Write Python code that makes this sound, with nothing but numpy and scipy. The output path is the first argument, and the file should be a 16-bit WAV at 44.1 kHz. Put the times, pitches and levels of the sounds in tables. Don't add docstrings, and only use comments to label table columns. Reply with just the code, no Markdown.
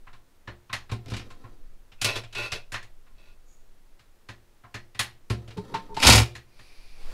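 import sys
import numpy as np
from scipy import signal
from scipy.fft import rfft, irfft
from scipy.io import wavfile
from scipy.ndimage import uniform_filter1d

SR = 44100
rng = np.random.default_rng(int(sys.argv[2]) if len(sys.argv) > 2 else 0)


def pcm_store(signal):
    levels = np.round(np.clip(np.atleast_2d(signal), -1, 1) * 32767)
    wavfile.write(sys.argv[1], SR, levels.astype(np.int16).T)


N = 314428
TIME = np.arange(N) / SR

# f/Hz, width/Hz, gain/dB
TIP_RESONANCES = [(735, 90, 3), (1044, 31, -5), (1375, 56, -7.5), (2074, 28, -3.5), (2410, 65, 2.5),
                  (2800, 60, -2.5), (2980, 79, -8.5), (3880, 48, -2)]
# f/Hz, level/dB, t60/s
PANEL_MODES = [(67.4, -12.5, 0.45), (106, -12, 0.34), (113.16, -2.5, 0.32), (125.3, -19, 0.59),
               (197.8, -14.5, 0.28), (223, -21, 0.3), (262, -16.5, 0.22), (352, -20, 0.63),
               (392, -19, 0.17)]


def boring(panel_db=-25, bite_db=1, wander_share=0.045):
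    # t/s, length/s, level/dB, swell/dB
    cuts = [(5.993, 0.028, -33.5, 0.5), (6.031, .032, -22.5, 7), (6.066, 0.12, -9, -9.5)]
    # f/Hz, level/dB
    colour = [(120, -29), (200, 2.5), (315, -10.5), (358, 1.5), (618, -14.5), (715, -4), (1280, -4),
              (5200, -6.5), (15500, -29)]
    # f/Hz, level/dB
    judder_tones = [(66, -20), (110, -13.5)]
    cutting = sum(stroke(s, length, db, attack_s=0.035, release_s=0.16, swell_db=swell)
                  for s, length, db, swell in cuts)
    deep_bite = stroke(s=6.07, length_s=0.15, db=0, attack_s=0.053, release_s=0.13, swell_db=-1)
    wander = rms_one(uniform_filter1d(rng.standard_normal(N), SR // 50))
    clock = np.cumsum(1 + wander_share * wander) / SR
    judder = sum(from_db(db) * np.sin(2 * np.pi * hz * clock) for hz, db in judder_tones)
    chips = rms_one(slips(per_s=1800, spread_db=6) * from_db(bite_db * rms_one(judder)))
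    tearing = friction(cutting * chips, colour, TIP_RESONANCES, early_t60=0.032)
    panels = from_db(panel_db) * even(panel_boom(chips))
    return tearing + deep_bite * (panels + judder)


def bit_taps():
    # t/s, level/dB, hardness/(dB per octave), thump/dB
    hits = [(1.06, -42.5, -5, -39.5), (1.082, -43.5, 1, -37), (1.101, -39.5, 2, -46), (1.137, -25, -4, -52),
            (1.166, -31, 0, -48), (1.195, -32.5, -4, -52), (1.919, -43.5, -4.5, -64),
            (2.016, -23, 4.5, -36), (2.046, -20.5, 5.5, -33), (2.158, -27.5, 0, -36),
            (2.236, -36, -3.5, -48), (2.327, -41, 2, -56), (2.35, -25, -3, -51), (2.52, -20.5, -1, -40.5),
            (5.478, -41, -2, -44), (5.506, -38.5, -4, -60), (5.945, -42.5, 2, -47),
            (6.027, -10.5, 0.5, -37), (6.069, -7, 4.5, -11), (6.098, -12, 5.5, -24), (6.123, -12.5, 5, -26),
            (6.155, -19, 6.5, -25.5), (6.181, -19, 4.5, -28.5)]
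    # f/Hz, level/dB
    colour = [(1000, -15.5), (2400, -11), (4200, -10.5), (9500, -25.5), (15000, -42)]
    return blows(hits, colour, TIP_RESONANCES, body_db=-4.5, early_t60=0.1, late_db=-11)


def casing_clacks():
    # t/s, level/dB, hardness/(dB per octave), thump/dB
    hits = [(0.475, -24.5, -8.5, -39), (0.73, -17.5, 0.5, -39), (2.721, -28, 3.5, -42.5),
            (2.741, -17.5, -2.5, -45), (2.828, -41.5, 2.5, -57), (4.288, -29, -2, -43.5),
            (4.743, -26, 0.5, -39), (4.948, -36.5, -0.5, -51), (4.993, -13.5, 4.5, -36.5),
            (6.352, -32.5, 2, -46.5), (6.592, -42, -0.5, -55)]
    # f/Hz, level/dB
    colour = [(1000, -13.5), (2400, -12.5), (4200, -18), (7000, -30), (9500, -31), (15000, -49)]
    # f/Hz, width/Hz, gain/dB
    resonances = [(1040, 25, -2), (1258, 13, -2), (1750, 170, 1.5), (1934, 41, 2), (2096, 46, -15.5),
                  (2430, 22, -12), (4260, 70, 5.5), (6330, 57, 6), (6900, 50, 7)]
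    return blows(hits, colour, resonances, body_db=0, early_t60=0.13, late_db=-9)


def wall_knocks():
    # t/s, level/dB, hardness/(dB per octave), thump/dB
    hits = [(0.069, -33, -16, -55), (0.131, -42, -0.5, -57), (0.696, -31, -11, -48),
            (0.895, -34, -2.5, -46), (0.916, -29, 2.5, -26), (1.117, -32.5, 0, -29),
            (1.304, -40.5, 1, -50.5), (1.439, -36, -21.5, -44), (3.068, -48, -8, -75),
            (3.993, -49, 1.5, -64.5), (4.637, -35.5, -18, -53), (5.301, -24.5, 2.5, -21.5),
            (5.572, -41.5, 4.5, -33.5), (5.742, -22.5, -1, -43.5), (5.967, -26, 1.5, -39)]
    # f/Hz, level/dB
    colour = [(1000, -10.5), (2400, -12), (4200, -19.5), (9500, -32.5), (15000, -53.5)]
    # f/Hz, width/Hz, gain/dB
    resonances = [(390, 16, 8), (710, 6.3, 9), (1050, 32, 10), (1375, 82, -3.5), (2348, 54, -10),
                  (4180, 950, -1)]
    return blows(hits, colour, resonances, body_db=-8.5, early_t60=0.13, late_db=-9.5)


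def snaps():
    # t/s, level/dB
    cracks = [(0.7298, -20), (1.061, -32), (2.018, -15), (2.0465, -3), (6.071, 1.5), (6.102, 0.5)]
    force = np.zeros(N)
    for s, db in cracks:
        add(force, s, from_db([db]))
    return ring(force, hz=5500, t60=0.0005)


def lining_bumps():
    # t/s, level/dB, hardness/(dB per octave), length/s
    skids = [(5.564, -32, -2.5, 0.033), (5.683, -37.5, -1.5, 0.11), (5.735, -30.5, 14, 0.023),
             (5.878, -40.5, 4.5, 0.075), (5.965, -29.5, 12, 0.019)]
    # f/Hz, level/dB, t60/s
    modes = [(185, -0.5, 0.15), (296, -9, .18), (410, -3, 0.12), (419, -8, 0.34), (903, -6.5, 0.21),
             (890.5, -8.5, 0.078), (980, -17, 0.056)]
    out, t = np.zeros(N), TIME[:SR // 3]
    for s, db, hardness, length in skids:
        skid = rng.standard_normal(len(t)) * np.sin(np.pi * np.minimum(t / length, 1))
        for hz, level, t60 in modes:
            hum = ring(skid, hz, t60)
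            peak = from_db(level + db + hardness * np.log2(hz / 500))
            add(out, s, peak * hum / np.abs(hum).max())
    return out


def scraping(ring_db=-2, panel_db=-7.5):
    # t/s, length/s, rasp/dB, ring/dB
    scrapes = [(2.051, .052, -31.5, -32.5), (2.158, 0.015, -34, -48), (2.371, 0.085, -37.5, -35.5),
               (2.53, 0.028, -38.5, -43), (3.184, 0.13, -64.5, -67)]
    # f/Hz, level/dB
    colour = [(150, -50), (400, -4), (1100, -12), (2600, -12.5), (4500, -12.5), (7500, -35), (9800, -27.5),
              (15000, -68)]
    # f/Hz, level/dB, t60/s
    bit_modes = [(1425, 4.5, 0.12), (2520, 8.5, 0.14), (2680, 2, 0.02), (3800, -1, 0.075),
                 (4420, 10, 0.027), (6400, -26.5, 0.043)]
    rasp = sum(stroke(s, length, db, attack_s=0.097, release_s=0.13) for s, length, db, _ in scrapes)
    ringing = sum(stroke(s, length, db, attack_s=0.1, release_s=0.19) for s, length, _, db in scrapes)
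    chatter = slips(per_s=1700, spread_db=4.5)
    steel = from_db(ring_db) * rms_one(ring_modes(chatter, bit_modes))
    squeal = even(ring(chatter, hz=2615, t60=0.058))
    panels = from_db(panel_db) * rasp * even(panel_boom(chatter))
    return friction(rasp * chatter, colour, [], early_t60=0.053) + ringing * (steel + squeal) + panels


def shank_hiss():
    # f/Hz, level/dB
    colour = [(600, 0), (1500, -4.5), (3200, -5), (4700, 3), (7500, -15), (10500, -8), (14000, -26.5)]
    pressure = stroke(s=6.61, length_s=0.61, db=-58.5, attack_s=0.54, release_s=0.3)
    return pressure * rms_one(resonate(noise(colour), hz=2400, width_hz=220, db=12))


def plastic_slides(panel_db=-24):
    # t/s, length/s, level/dB
    slides = [(1.1, 0.041, -49.5), (1.4, .1, -63), (5.395, .1, -58), (5.65, 0.12, -50.5)]
    # f/Hz, level/dB
    colour = [(120, -31), (200, -3.5), (370, -1.5), (624, -15.5), (1030, -12.5), (1810, -24), (4650, -27),
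              (14000, -39)]
    pressure = sum(stroke(*row, attack_s=0.28, release_s=1) for row in slides)
    grains = slips(per_s=700, spread_db=3)
    rubbing = friction(pressure * grains, colour, [], early_t60=0.065)
    panels = from_db(panel_db) * pressure * even(panel_boom(grains))
    return rubbing + panels


def bit_squeak():
    pressure = stroke(s=3.485, length_s=0.05, db=-67, attack_s=0.12, release_s=0.41)
    return pressure * rms_one(ring(rng.standard_normal(N), hz=6800, t60=0.0073))


def handling_noise():
    # t/s, level/dB
    sway_levels = [(0.0, -43), (0.32, -55.5), (1.71, -41), (1.85, -46), (3.28, -45), (4.29, -54.5),
                   (5.8, -50), (6.05, -40), (6.41, -56), (7.13, -30)]
    # f/Hz, level/dB
    sway_colour = [(12, 1), (25, -9.5), (50, -32), (100, -34.5), (300, -52.5), (1000, -81.5)]
    # f/Hz, level/dB
    grip_colour = [(60, -7), (200, -15), (450, 0), (1500, -7.5), (5000, -15), (14000, -28)]
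    sway = from_db(0.5 + np.interp(TIME, *np.transpose(sway_levels)))
    grip = stroke(s=7.0, length_s=0.134, db=-56.5, attack_s=0.16, release_s=0.2, swell_db=6)
    return sway * noise(sway_colour) + grip * noise(grip_colour)


def room_tone(level_db=-65):
    # f/Hz, level/dB
    colour = [(35, -30), (60, -0.5), (149, -14), (192, -12), (413, -12.5), (688, -17), (2010, -22),
              (2410, -24), (13200, -32), (15500, -32.5)]
    return from_db(level_db) * noise(colour)


def blows(hits, colour, resonances, body_db, early_t60, late_db, tilt_hz=1710, scatter_db=2.5):
    out, forces = np.zeros(N), np.zeros((len(PANEL_MODES), N))
    push = np.hanning(round(0.0019 * SR))
    push /= push.sum()
    for s, db, hardness, thump in hits:
        body = [(450, thump + body_db)]
        tilted = [(hz, db + level + hardness * max(np.log2(hz / tilt_hz), 0)) for hz, level in colour]
        build_s = 0.002 * 0.5 ** (hardness / 13)
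        add(out, s - 0.002, cubicle(body + tilted, resonances, early_t60, late_db, build_s))
        for force in forces:
            add(force, s + 0.0028, from_db(thump + 3.5 + scatter_db * rng.standard_normal()) * push)
    return out + panel_boom(forces)


def slips(per_s, spread_db):
    sizes = from_db(spread_db * np.minimum(rng.exponential(1, N), 4)) * rng.choice([-1, 1], N)
    return rms_one(sizes * (rng.random(N) < per_s / SR))


def friction(force, colour, resonances, early_t60):
    response = cubicle(colour, resonances, early_t60, late_db=-22.5, build_s=0.0001)
    return signal.fftconvolve(force, response / np.linalg.norm(response))[:N]


def panel_boom(force, lowest_hz=54):
    low_cut = signal.butter(4, lowest_hz, "high", fs=SR, output="sos")
    return signal.sosfilt(low_cut, ring_modes(force, PANEL_MODES))


def cubicle(colour, resonances, early_t60, late_db, build_s, lowest_hz=170, dull_hz=13500, patchy_db=1):
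    # f/Hz, t60/s
    tail_t60 = [(200, 0.19), (500, 0.42), (1200, 0.25), (4000, 0.28), (8000, 0.2), (14000, 0.28)]
    t = TIME[:SR // 3]
    out, early = np.zeros(len(t)), from_db(-60 * t / early_t60)
    white = rng.standard_normal((2, len(t))) * (1 - np.exp(-t / build_s))
    edges = 11 * 2 ** np.arange(0, 10.6, 0.5)
    centres = np.sqrt(edges[1:] * edges[:-1])
    for k in np.flatnonzero(centres > lowest_hz):
        low, hz, high = edges[k], centres[k], edges[k + 1]
        band = signal.butter(2, (low, high), "band", fs=SR, output="sos")
        late = from_db(late_db - 60 * t / at_hz(tail_t60, hz))
        echoes = signal.sosfilt(band, white[k % 2] * (early + late))
        gain = from_db(at_hz(colour, hz) + patchy_db * rng.standard_normal())
        out += gain * np.sqrt((high - low) / SR) * rms_one(echoes)
    for hz, width, db in resonances:
        out = resonate(out, hz, width, db)
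    return signal.lfilter(*signal.butter(2, dull_hz, fs=SR), out)


def ring(force, hz, t60):
    radius, angle = from_db(-60 / (t60 * SR)), 2 * np.pi * hz / SR
    return signal.lfilter([0, np.sin(angle)], [1, -2 * radius * np.cos(angle), radius ** 2], force + 1e-18)


def ring_modes(force, modes):
    forces = np.broadcast_to(force, (len(modes), force.shape[-1]))
    return sum(from_db(db) * ring(drive, hz, t60) for drive, (hz, db, t60) in zip(forces, modes))


def resonate(x, hz, width_hz, db):
    return x + from_db(db) * signal.lfilter(*signal.iirpeak(hz, hz / width_hz, fs=SR), x)


def stroke(s, length_s, db, attack_s, release_s, swell_db=0):
    t = TIME - s
    outside = np.maximum(-t, 0) / attack_s + np.maximum(t - length_s, 0) / release_s
    return from_db(db + swell_db * np.clip(t / length_s, 0, 1) - 60 * np.minimum(outside, 3))


def noise(colour):
    hz = np.maximum(np.arange(N // 2 + 1) * SR / N, 1)
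    shape = from_db(at_hz(colour, hz)) * (hz > colour[0][0] / 2)
    return rms_one(irfft(rfft(rng.standard_normal(N)) * shape, N))


def even(x, window_s=0.022):
    return x / np.sqrt(uniform_filter1d(x * x, round(window_s * SR)) + 0.01 * np.mean(x * x))


def at_hz(points, hz):
    freqs, values = np.transpose(points)
    return np.interp(np.log(hz), np.log(freqs), values)


def add(out, s, sound):
    start = round(s * SR)
    out[start:start + len(sound)] += sound[:N - start]


def from_db(db):
    return 10 ** (np.asarray(db) / 20)


def rms_one(x):
    return x / np.sqrt(np.mean(x ** 2) + 1e-20)


def scene():
    impacts = casing_clacks() + wall_knocks() + bit_taps() + snaps() + lining_bumps()
    rubbing = scraping() + boring() + shank_hiss() + plastic_slides() + bit_squeak()
    return (impacts + rubbing + handling_noise() + room_tone())[None]


def record(dry, ceiling=0.95, cutoff_hz=15600):
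    rounded = ceiling * np.tanh(dry / ceiling)
    return signal.sosfilt(signal.ellip(10, 0.1, 80, cutoff_hz, fs=SR, output="sos"), rounded)


dry = scene()
out = record(dry)
pcm_store(out)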